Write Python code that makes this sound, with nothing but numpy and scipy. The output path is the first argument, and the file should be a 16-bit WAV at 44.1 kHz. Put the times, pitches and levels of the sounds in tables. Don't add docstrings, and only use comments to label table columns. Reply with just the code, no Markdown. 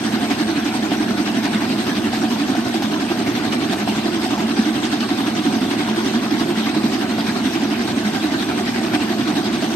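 import sys
import numpy as np
from scipy import signal
from scipy.fft import rfft, irfft, next_fast_len
from scipy.io import wavfile
from scipy.ndimage import uniform_filter1d

SR = 44100
rng = np.random.default_rng(int(sys.argv[2]) if len(sys.argv) > 2 else 0)


def int16_out(signal):
    q = np.round(np.clip(np.atleast_2d(signal).T, -1, 1) * 32767)
    wavfile.write(sys.argv[1], SR, q.astype(np.int16))


N = 429975
TIME = np.arange(N) / SR
PASS_HZ, FIRST_PASS_S, WIRES_PER_PASS = 11.485, 0.0606, 6
ORBIT_HZ, SLOSH_HZ = 3.352, 2.6


def from_db(db):
    return 10 ** (np.asarray(db) / 20)


def rms_one(x):
    return x / np.sqrt(np.mean(x ** 2) + 1e-20)


def drift(corner_hz):
    step = 40
    r = np.exp(-2 * np.pi * corner_hz * step / SR)
    noise = rng.standard_normal(N // step + 2002)
    slow = signal.lfilter([1], [1, -2 * r, r * r], noise)[2000:]
    return np.interp(np.arange(N) / step, np.arange(len(slow)), rms_one(slow))


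def colour(x, points):
    size = 2 * next_fast_len(N // 2 + SR // 10)
    hz, db = np.transpose(points)
    bins_hz = np.maximum(np.arange(size // 2 + 1) * SR / size, 1)
    gain = from_db(np.interp(np.log(bins_hz), np.log(hz), db))
    cepstrum = irfft(np.log(gain))
    cepstrum[1:size // 2] *= 2
    cepstrum[size // 2 + 1:] = 0
    response = np.exp(rfft(cepstrum))
    return irfft(rfft(x, size) * response)[..., :N]


def resonate(x, hz, width_hz):
    r = np.exp(-np.pi * width_hz / SR)
    zeros = np.array([1, 0, -1]) * (1 - r * r) / 2
    poles = [1, -2 * r * np.cos(2 * np.pi * hz / SR), r * r]
    return signal.lfilter(zeros, poles, x + 1e-18)


def resonate_twice(x, hz, width_hz):
    return resonate(resonate(x, hz, width_hz), hz, width_hz)


def stereo(mid, side):
    return np.array([mid + side, mid - side])


def load(level_db, orbit_db, top_s, uneven_db):
    swell = np.cos(2 * np.pi * ORBIT_HZ * (TIME - top_s))
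    return level_db + orbit_db * swell + uneven_db * drift(SLOSH_HZ)


def plough(depth_db, lead_s, sharp, wire_db, lean):
    angle = 2 * np.pi * PASS_HZ * (TIME - FIRST_PASS_S + lead_s)
    immersed = np.tanh(sharp * np.cos(angle + lean * np.cos(angle)))
    ripple = (1 + immersed) / 2 * np.cos(WIRES_PER_PASS * angle)
    return rms_one(from_db(depth_db * immersed + wire_db * ripple))


def churn(modes, force):
    total = np.zeros(N)
    for hz, width_hz, db, follow in modes:
        shaking = rms_one(force ** follow) * rng.standard_normal(N)
        total += from_db(db) * resonate_twice(shaking, hz, 1.55 * width_hz)
    return rms_one(total)


# multiple of the pass rate, relative level in dB.
GEAR_LINES = [(19, -30), (22, -38), (26, -36.5), (28, -40.5), (31, -40)]


def gears():
    strain = plough(depth_db=2.0, lead_s=-0.0058, sharp=1.0, wire_db=3.5, lean=0.2)
    drone = np.zeros(N)
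    for order, db in GEAR_LINES:
        turns = round(order) * PASS_HZ * TIME + rng.random()
        drone += from_db(db) * np.sqrt(2) * np.sin(2 * np.pi * turns + 0.47 * drift(0.66))
    return strain * drone


def steady(x):
    size = round(SR / PASS_HZ)
    power = uniform_filter1d(uniform_filter1d(x ** 2, size), size)
    return x / np.sqrt(power + 1e-12)


# pitch in Hz, width in Hz, relative level in dB, exponent on the whisk force.
BOWL_RESONANCES = [(94, 87, -14.5, .6), (159, 14, -11, .8), (221.7, 33.6, 1, 0.59),
                   (256.3, 75.6, -4.5, 0.85), (310.4, 43, -1, 1.9), (344.6, 53, -10, 1.2),
                   (383, 26, -8, 1.2)]


def throb():
    level_db = load(level_db=-22, orbit_db=0.33, top_s=0.21, uneven_db=0.5)
    force = plough(depth_db=1.0, lead_s=0.0015, sharp=13.0, wire_db=-0.5, lean=0.3)
    mid = steady(from_db(-20.5) * churn(BOWL_RESONANCES, force) + gears())
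    side = from_db(-18.0) * churn(BOWL_RESONANCES, force)
    return from_db(level_db) * stereo(mid, side)


# time of the top in seconds, extra force in dB.
BIG_SPLASHES = [(0.313, 4), (0.504, 1), (0.928, 1.5), (1.458, 4), (3.528, 4), (3.732, 4), (3.889, 2.5),
                (4.25, 2.5), (4.932, 2.5), (5.269, 0.5), (5.714, 1.2), (6.406, 1.6), (6.588, 1.5),
                (8.157, 1.5), (8.586, 0.5), (8.95, 6)]


def spray_force(splash_width_s=0.012):
    s = TIME[::40]
    surge_db = np.zeros(len(s))
    for top_s, db in BIG_SPLASHES:
        surge_db += db * np.exp(-((s - top_s) / splash_width_s) ** 2)
    force = plough(depth_db=2.0, lead_s=0.0013, sharp=2.9, wire_db=-0.5, lean=0.6)
    return force * from_db(np.interp(TIME, s, surge_db))


def droplets(force, per_s=1200):
    born = rng.random(N) < per_s * force / SR
    return rms_one(born * force * rng.standard_normal((2, N)))


def wires(force, jitter_s=0.002, uneven_db=2.0, fade_s=0.0012):
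    wire_hz = PASS_HZ * WIRES_PER_PASS
    turns = np.arange(int(N / SR * wire_hz))
    late, strength = rng.standard_normal((2, len(turns)))
    at = np.clip((turns / wire_hz + jitter_s * late) * SR, 0, N - 1).astype(int)
    flicks = np.zeros(N)
    flicks[at] = force[at] * from_db(uneven_db * np.minimum(strength, 1))
    fading = signal.lfilter([1], [1, -np.exp(-1 / (fade_s * SR))], flicks + 1e-18)
    return rms_one(fading * rng.standard_normal((2, N)))


def bubbles(force, size_db=-0.2, cycles=36, patchy_db=2.5, linger_hz=9000, per_s_at_1khz=60):
    out = np.zeros((2, N))
    for k, hz in enumerate(np.geomspace(450, 12800, 76)):
        if k % 4 == 0:
            follow = 1 / np.sqrt(1 + (hz / linger_hz) ** 2)
            cloud = force ** follow * from_db(follow * patchy_db * drift(13.0))
        at = rng.integers(0, N, int(per_s_at_1khz * hz / 1000 * N / SR))
        uneven = from_db(size_db * np.minimum(rng.exponential(1, len(at)), 5))
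        sizes = rms_one(cloud[at] * uneven)
        bearing = rng.uniform(0, 2 * np.pi, len(at))
        pops = np.zeros((2, N))
        pops[:, at] = sizes / np.sqrt(hz) * [np.cos(bearing), np.sin(bearing)]
        out += resonate(pops, hz, hz / cycles)
    return rms_one(out)


# frequency in Hz, gain in dB.
SPRAY_COLOUR = [(200, -5), (500, -18.5), (800, 1), (1100, 2.5), (1550, 1), (2000, -3), (2500, -3.5),
                (3900, -6.5), (6000, -15.5), (7200, -17.5), (8700, -6.5), (10100, -28), (12600, -17.5),
                (14000, -53)]
# frequency in Hz, gain in dB.
SPRAY_WIDTH = [(100, -52), (400, 15.5), (700, -0.5), (890, 0), (1000, -15.5), (1350, -4.5), (1650, -3),
               (1970, 1.5), (2330, -5), (3000, -2), (3500, 0), (4700, 0.5), (5200, 2), (7000, 0),
               (14000, 0.5)]


def spray():
    level_db = load(level_db=-28.5, orbit_db=0.5, top_s=0.094, uneven_db=0.1)
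    force = spray_force()
    drops = droplets(force) + from_db(-4.5) * wires(force)
    soften = signal.butter(1, 4000, fs=SR, output="sos")
    drops = rms_one(signal.sosfilt(soften, drops))
    mid, side = rms_one(colour(bubbles(force) + from_db(-8.5) * drops, SPRAY_COLOUR))
    return from_db(level_db) * stereo(mid, colour(side, SPRAY_WIDTH))


# pitch in Hz before the sweep, width in Hz, relative level in dB.
AIR_RESONANCES = [(590.5, 47, 2), (673, 32, 8.5), (734.3, 30, 11), (786, 41, -0.5), (881, 35, -3.5),
                  (1528, 74, -0.5)]


def cavity(force, sweep=0.0281, top_s=0.1108):
    turn = 2 * np.pi * ORBIT_HZ
    bent_time = TIME + sweep / turn * np.sin(turn * (TIME - top_s))
    ringing = churn([(*mode, 1) for mode in AIR_RESONANCES], force)
    return np.interp(bent_time, TIME, ringing)


def air():
    level_db = load(level_db=-34.5, orbit_db=1.4, top_s=0.17, uneven_db=0)
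    force = spray_force()
    return from_db(level_db) * stereo(cavity(force), from_db(-17.0) * cavity(force))


# pitch in Hz, RMS level in dB.
HUM_LINES = [(95, -50), (118.5, -40.5), (440, -46.5)]
# frequency in Hz, gain in dB.
RUMBLE_COLOUR = [(15, -40), (40, -6.5), (80, 5), (150, 3), (400, -3.5), (900, -4), (3000, -35)]


def motor():
    hum = np.zeros(N)
    for hz, db in HUM_LINES:
        wavering_hz = hz * (1 + 0.0013 * drift(2.4))
        hum += from_db(db) * np.sqrt(2) * np.sin(2 * np.pi * np.cumsum(wavering_hz) / SR)
    rumble = rms_one(colour(rng.standard_normal((2, N)), RUMBLE_COLOUR))
    mid, side = from_db(-35.0) * rumble
    return stereo(mid + hum, from_db(-14.5) * side)


def blows(events, shape):
    out, age = np.zeros(N + SR), np.arange(SR // 10) / SR
    for s, db, *traits in events:
        at = max(round(s * SR), 0)
        sound = shape(age, *traits)
        out[at:at + len(age)] += from_db(db) * sound / np.abs(sound).max()
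    return out[:N]


def each_pass(delay_s, db, spread_db, hz, spread):
    s = np.arange(FIRST_PASS_S, N / SR, 1 / PASS_HZ)
    strength, pitch = np.clip(rng.standard_normal((2, len(s))), -2, 2)
    return np.transpose([s + delay_s, db + spread_db * strength, hz * (1 + spread * pitch)])


def slap(age, hz, swell_s=0.0079):
    return age * np.exp(-age / swell_s) * np.sin(2 * np.pi * hz * age)


def pushes(swell_s=0.013):
    rows = each_pass(delay_s=-0.01797, db=-19, spread_db=2, hz=283, spread=0.111)
    heavy_s = np.transpose(HEAVY_SLAPS)[0]
    light = [row for row in rows if np.abs(heavy_s - row[0]).min() > 0.5 / PASS_HZ]
    return blows([(*row, swell_s) for row in light], slap)


def splat(age, hz, crack_db, ring_s=0.0049, crack_s=0.034, wet_db=6):
    crack = resonate(rng.standard_normal(len(age)), 1200, 2400) * np.exp(-age / crack_s)
    ring = np.sin(2 * np.pi * hz * age) * np.exp(-age / ring_s)
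    return from_db(crack_db + wet_db) * crack + ring


def gulps(crack_db=-20, ring_s=0.0055):
    rows = each_pass(delay_s=0.0515, db=-32.5, spread_db=3.0, hz=693, spread=0.11)
    return blows([(*row, crack_db, ring_s) for row in rows], splat)


# start in seconds, relative peak in dB, pitch in Hz.
HEAVY_SLAPS = [(0.133, -9.5, 240), (0.31, -9, 283), (0.915, -10, 283), (1.109, -10.5, 220),
               (1.367, -15, 256), (1.546, -12, 213), (2.057, -10, 297), (2.131, -21, 270),
               (2.23, -7.5, 299), (2.495, -11, 260), (2.661, -14, 282), (3.278, -10, 274),
               (3.553, -11.5, 237), (3.884, -22, 232), (4.437, -10, 224), (4.586, -5.5, 225),
               (5.016, -10.5, 241), (5.109, -10, 295), (5.277, -8.5, 308), (5.377, -14, 310),
               (5.463, -9.5, 283), (5.613, -11, 250), (6.145, -10, 229), (6.32, -8.5, 284),
               (6.575, -10, 228), (6.762, -12.5, 318), (6.838, -8, 230), (7.285, -14, 217),
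               (7.454, -10.5, 263), (7.79, -13.5, 224), (8.405, -11, 225), (8.571, -11.5, 293),
               (8.767, -15, 231), (8.857, -21, 241), (8.939, -8, 295)]


def slaps():
    return from_db(-2.5) * blows(HEAVY_SLAPS, slap)


# start in seconds, relative peak in dB, pitch of the trapped air in Hz,
# relative level of the wet crack in dB.
WALL_SPLATS = [(0.307, -18.5, 760, -14), (0.918, -19, 700, -23), (2.132, -17.5, 760, -16),
               (2.551, -16, 694, -18), (2.742, -19, 738, -13), (2.822, -18.5, 790, -15),
               (3.115, -19.5, 775, -22), (3.27, -23, 692, -10), (3.449, -23, 700, -13),
               (3.733, -23, 695, -11), (3.875, -16, 740, -30), (4.378, -17, 860, -14),
               (7.184, -19, 720, -22), (8.815, -21.5, 690, -22), (8.937, -19, 780, -14),
               (9.274, -21.5, 1180, -12), (9.625, -19.5, 660, -13)]


def splats():
    return from_db(3.5) * blows(WALL_SPLATS, splat)


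def tick(age, hz, fade_s, width_hz=3600):
    return resonate_twice(rng.standard_normal(len(age)) * np.exp(-age / fade_s), hz, width_hz)


# start in seconds, relative peak in dB, brightness in Hz, fade in seconds.
WIRE_RAPS = [(0.3075, -15, 1400, .0015), (1.455, -8, 1900, .002), (2.157, -14, 1500, .003),
             (3.523, -12, 2400, .002), (3.734, -4, 2200, 0.0025), (3.961, -16, 1400, .002),
             (4.853, -8, 3200, .001), (5.0075, 0, 2600, 0.00032), (5.465, -9, 1500, .002),
             (6.946, -15, 2600, .0015), (7.190, -18, 1300, .002), (7.990, -8, 3400, .001),
             (8.171, -16, 3400, .0015), (9.2115, -9, 1500, .0015), (9.2755, -14, 1200, .002)]


def raps():
    return from_db(-12.0) * blows(WIRE_RAPS, tick)


def scene():
    whisking = throb() + spray() + air() + motor()
    return whisking + pushes() + gulps() + slaps() + splats() + raps()


# frequency in Hz, lead in radians.
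LEFT_PHASE_LEAD = [(50, 0), (250, 0.067), (450, 0.94), (650, 0), (950, 0.83), (1380, 1.25), (1650, 0.12),
                   (2200, 0)]
# frequency in Hz, gain in dB.
LEFT_COLOUR = [(60, -10), (200, 0.45), (370, -2.5), (700, 0), (1300, -1.5), (6300, 3.5), (8600, -12.5),
               (10500, -6.5), (13000, 0.5)]
# frequency in Hz, gain in dB.
RIGHT_COLOUR = [(60, -5.5), (200, 1.5), (370, 2), (700, 1), (1300, -2), (6300, 3), (8600, -3.5),
                (10500, -3), (13000, 3)]


def record(dry):
    hz, lead_rad = np.transpose(LEFT_PHASE_LEAD)
    size = 2 * next_fast_len(N // 2 + SR // 10)
    bins_hz = np.arange(size // 2 + 1) * SR / size
    turn = np.exp(-1j * np.interp(bins_hz, hz, lead_rad))
    right = irfft(rfft(dry[1], size) * turn)[:N]
    heard = np.array([colour(dry[0], LEFT_COLOUR), colour(right, RIGHT_COLOUR)])
    low_pass = signal.ellip(12, 0.2, 80, 13100, fs=SR, output="sos")
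    return signal.sosfilt(low_pass, heard)


dry = scene()
out = record(dry)
int16_out(out)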